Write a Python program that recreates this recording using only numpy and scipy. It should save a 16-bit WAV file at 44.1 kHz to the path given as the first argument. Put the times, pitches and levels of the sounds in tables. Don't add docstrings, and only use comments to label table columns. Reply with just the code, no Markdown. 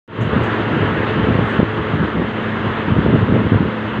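import sys
import numpy as np
from scipy import signal
from scipy.fft import rfft, irfft
from scipy.io import wavfile
from scipy.ndimage import uniform_filter1d, minimum_filter1d

SR = 44100
rng = np.random.default_rng(int(sys.argv[2]) if len(sys.argv) > 2 else 0)


def dump(signal):
    limited = np.clip(np.atleast_2d(signal).T, -1, 1)
    pcm = np.round(limited * 32767).astype(np.int16)
    wavfile.write(sys.argv[1], SR, pcm)


N = 176400
T = np.arange(N) / SR
RUSTLE_LOW_HZ = 5730


def amp(db):
    return 10 ** (np.asarray(db) / 20)


def unit(x):
    return x / np.sqrt(np.mean(x ** 2) + 1e-20)


def spectrum_db(points, hz):
    f, db = np.transpose(points)
    return np.interp(np.log(hz + 1), np.log(f + 1), db)


def wander(rate_hz):
    hz = np.fft.rfftfreq(N, 1 / SR)
    return unit(irfft(rfft(rng.standard_normal(N)) * (hz > 0) * np.exp(-(hz / rate_hz) ** 2), N))


def colour(x, points):
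    hz = abs(np.fft.fftfreq(8192, 1 / SR))
    log_gain = np.log(amp(spectrum_db(points, hz)))
    response = np.exp(np.conj(signal.hilbert(log_gain)))
    taps = np.fft.ifft(response).real[:4096]
    return signal.fftconvolve(x, taps)[:N]


def impulses(per_s):
    return (rng.random(N) < per_s / SR) * rng.choice([-1, 1], N)


def rustles():
    # t/s, level/dB, rise/s, decay/s, top f/Hz
    brushes = [(.212, -49.5, .005, 0.032, 7700), (.232, -61, .004, 0.013, 15000),
               (.436, -56, .001, 0.0046, 15000), (.44, -54, .008, 0.028, 7800),
               (1.51, -61.5, 0.063, 0.046, 8600)]
    out = np.zeros(N)
    for peak_s, db, rise_s, decay_s, top_hz in brushes:
        band = signal.butter(2, [RUSTLE_LOW_HZ, top_hz], "band", fs=SR)
        hiss = unit(signal.lfilter(*band, rng.standard_normal(N)))
        envelope = np.exp(-abs(T - peak_s) / np.where(T < peak_s, rise_s, decay_s))
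        out += amp(db) * hiss * envelope
    return out


def crackle():
    start_s, end_s = .16, .37
    ticks = impulses(per_s=260) * (T > start_s) * (T < end_s)
    tick_db = -49 + 6 * np.minimum(rng.standard_normal(N), 2)
    return signal.lfilter(*signal.butter(2, RUSTLE_LOW_HZ, "high", fs=SR), ticks * amp(tick_db))


def motor_hum():
    # f/Hz, level before shift/dB, level after shift/dB, waver depth/1
    tones = [(108.4, -27.5, -27, .3), (216.9, -31, -24.5, .15), (435, -31.5, -35, .35), (511, -39, -38, .6),
             (1088, -45, -46, .5), (1306, -42, -43, .5), (3106, -55, -55, .5)]
    waver_hz, shift_mid_s, shift_length_s = 6.1, 2.2, .25
    speed = 1 + .003 * wander(rate_hz=2.16)
    motor_time_s = np.cumsum(speed) / SR
    shift = np.clip((T - shift_mid_s) / shift_length_s + .5, 0, 1)
    out = np.zeros(N)
    for hz, before_db, after_db, depth in tones:
        waver = 1 + depth * (wander(waver_hz) + 1j * wander(waver_hz))
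        tone = (waver * np.exp(2j * np.pi * (hz * motor_time_s + rng.random()))).real
        out += amp(before_db + (after_db - before_db) * shift) * unit(tone)
    return out


def blade_rush():
    # f/Hz, relative density/dB
    spectrum = [(20, -18), (35, -18.5), (70, 1), (130, 2.5), (320, 7.5), (470, 3.5), (620, 0), (790, -3),
                (950, 1), (1300, 0.5), (1750, -1.2), (2100, -5.5), (2400, -12), (2650, -8.5), (3050, -10.5),
                (3550, -15.5), (4200, -27), (4900, -37), (5600, -46.5), (6400, -42), (7800, -50),
                (10000, -64.5), (15000, -65.5)]
    # t/s, gain/dB
    swell = [(.1, -1), (.45, 1), (1.0, 0), (1.55, 0), (2.0, 0), (2.8, 0.34), (3.3, -0.5), (3.8, -1.8)]
    rush_db, patch_db, flutter_db = -20, 1, .51
    hz, _, bins = signal.stft(rng.standard_normal(N), SR, nperseg=2048, noverlap=1536)
    patches = uniform_filter1d(rng.standard_normal(bins.shape), size=24, axis=0)
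    patches = unit(uniform_filter1d(patches, size=5, axis=1))
    bins = bins * amp(spectrum_db(spectrum, hz)[:, None] + patch_db * patches)
    rush = signal.istft(bins, nperseg=2048, noverlap=1536)[1][:N]
    level_db = rush_db + np.interp(T, *np.transpose(swell)) + flutter_db * wander(rate_hz=16)
    return amp(level_db) * unit(rush)


def gusts():
    # start t/s, length/s, level/dB
    blows = [(0.183, 0.083, -13), (0.33, 0.086, -12.5), (0.707, 0.065, -18.5), (0.805, 0.036, -16),
             (0.909, 0.088, -21), (1.158, 0.092, -18.5), (1.269, 0.16, -15.5), (1.591, 0.029, -15),
             (1.775, 0.051, -19), (1.933, 0.021, -12.5), (1.996, 0.042, -11.5), (2.151, 0.078, -15),
             (2.641, 0.057, -17.5), (2.877, 0.058, -11), (2.962, 0.038, -12.5), (3.047, 0.1, -13),
             (3.127, 0.037, -8), (3.212, 0.022, -10.5), (3.286, 0.12, -11.5), (3.436, 0.032, -13),
             (3.512, 0.043, -11), (3.59, 0.087, -16), (3.965, .04, -18)]
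    # f/Hz, relative density/dB
    spectrum = [(10, -21.5), (27, -22.5), (42, -21), (62, -1.5), (110, 5.5), (190, 1.5), (300, -4),
                (450, -9), (650, -16.5), (900, -29.5), (1500, -35.5), (4000, -74.5), (15000, -94.5)]
    draught_db, rise_s, fall_s = -30, .0059, .028
    eddy_spread_db, eddy_share, crest = 3.5, .77, 2.5
    power = amp(draught_db) ** 2
    for start_s, length_s, db in blows:
        rise = np.clip((T - start_s) / rise_s + .5, 0, 1)
        fall = np.exp(-np.maximum(T - start_s - length_s, 0) / fall_s)
        power = power + (amp(db) * rise * fall) ** 2
    eddies = unit(impulses(per_s=130) * amp(eddy_spread_db * rng.standard_normal(N)))
    turbulence = np.sqrt(eddy_share) * eddies + np.sqrt(1 - eddy_share) * rng.standard_normal(N)
    flow = colour(turbulence, spectrum)
    running_rms = np.sqrt(uniform_filter1d(flow ** 2, size=2600) + 1e-12)
    return np.sqrt(power) * unit(np.tanh(flow / running_rms / crest))


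def thumps():
    # t/s, bump level/dB, half width/s
    pulses = [(0.333, -3, 0.00084), (0.379, -6, 0.00057), (1.593, 4, 0.00072), (1.598, 4, 0.00074),
              (1.602, 9, 0.00034), (1.616, -4, 0.00068), (1.6305, 7.5, 0.00053), (2.966, -0.5, 0.0004),
              (2.992, 1.5, 0.00092), (3.064, 5, 0.00044), (3.085, 2.5, 0.00079), (3.104, 1, 0.00054),
              (3.137, 3, 0.0005), (3.159, 4.5, 0.00047), (3.325, 7, .0008), (3.346, -2, 0.00052),
              (3.365, 5.5, 0.00055), (3.521, 7, 0.00069), (3.546, 4, 0.00041), (3.559, 6, 0.00089),
              (3.607, 4, 0.00071), (3.628, 0, 0.00061)]
    suction_spread = 3.35
    out = np.zeros(N)
    for peak_s, db, half_width_s in pulses:
        offset = (T - peak_s) / half_width_s
        bump = np.exp(-.5 * offset ** 2)
        suction = np.exp(-.5 * (offset / suction_spread) ** 2) / suction_spread
        out += amp(db) * (bump - suction)
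    return out


def mic_port(pressure, cutoff_hz=65):
    return signal.lfilter(*signal.butter(2, cutoff_hz, "high", fs=SR), pressure)


def scene():
    return (motor_hum() + blade_rush() + mic_port(gusts() + thumps()) + rustles() + crackle())[None]


def record(dry):
    overload_db, knee = 2.0, 5
    start_s, fade_from_db, fade_in_s, fade_out_s = .078, -26.5, .18, .004
    ceiling_db, recovery_db_per_s, cutoff_hz = -1.1, .15, 15550
    x = dry / (1 + abs(dry / amp(overload_db)) ** knee) ** (1 / knee)
    fade_in = 1 - (1 - amp(fade_from_db)) * np.exp(-abs(T - start_s) / fade_in_s)
    fade_out = np.minimum((T[-1] - T) / fade_out_s, 1)
    x = x * (T > start_s) * fade_in * fade_out
    over_db = np.maximum(20 * np.log10(abs(x[0]) + 1e-9) - ceiling_db, 0)
    held_db = np.maximum.accumulate(over_db + recovery_db_per_s * T) - recovery_db_per_s * T
    gain_db = uniform_filter1d(minimum_filter1d(-held_db, size=900), size=900)
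    lowpass = signal.firwin(511, cutoff_hz, window=("kaiser", 9), fs=SR)
    return signal.oaconvolve(x * amp(gain_db), lowpass[None], "same")


dry = scene()
out = record(dry)
dump(out)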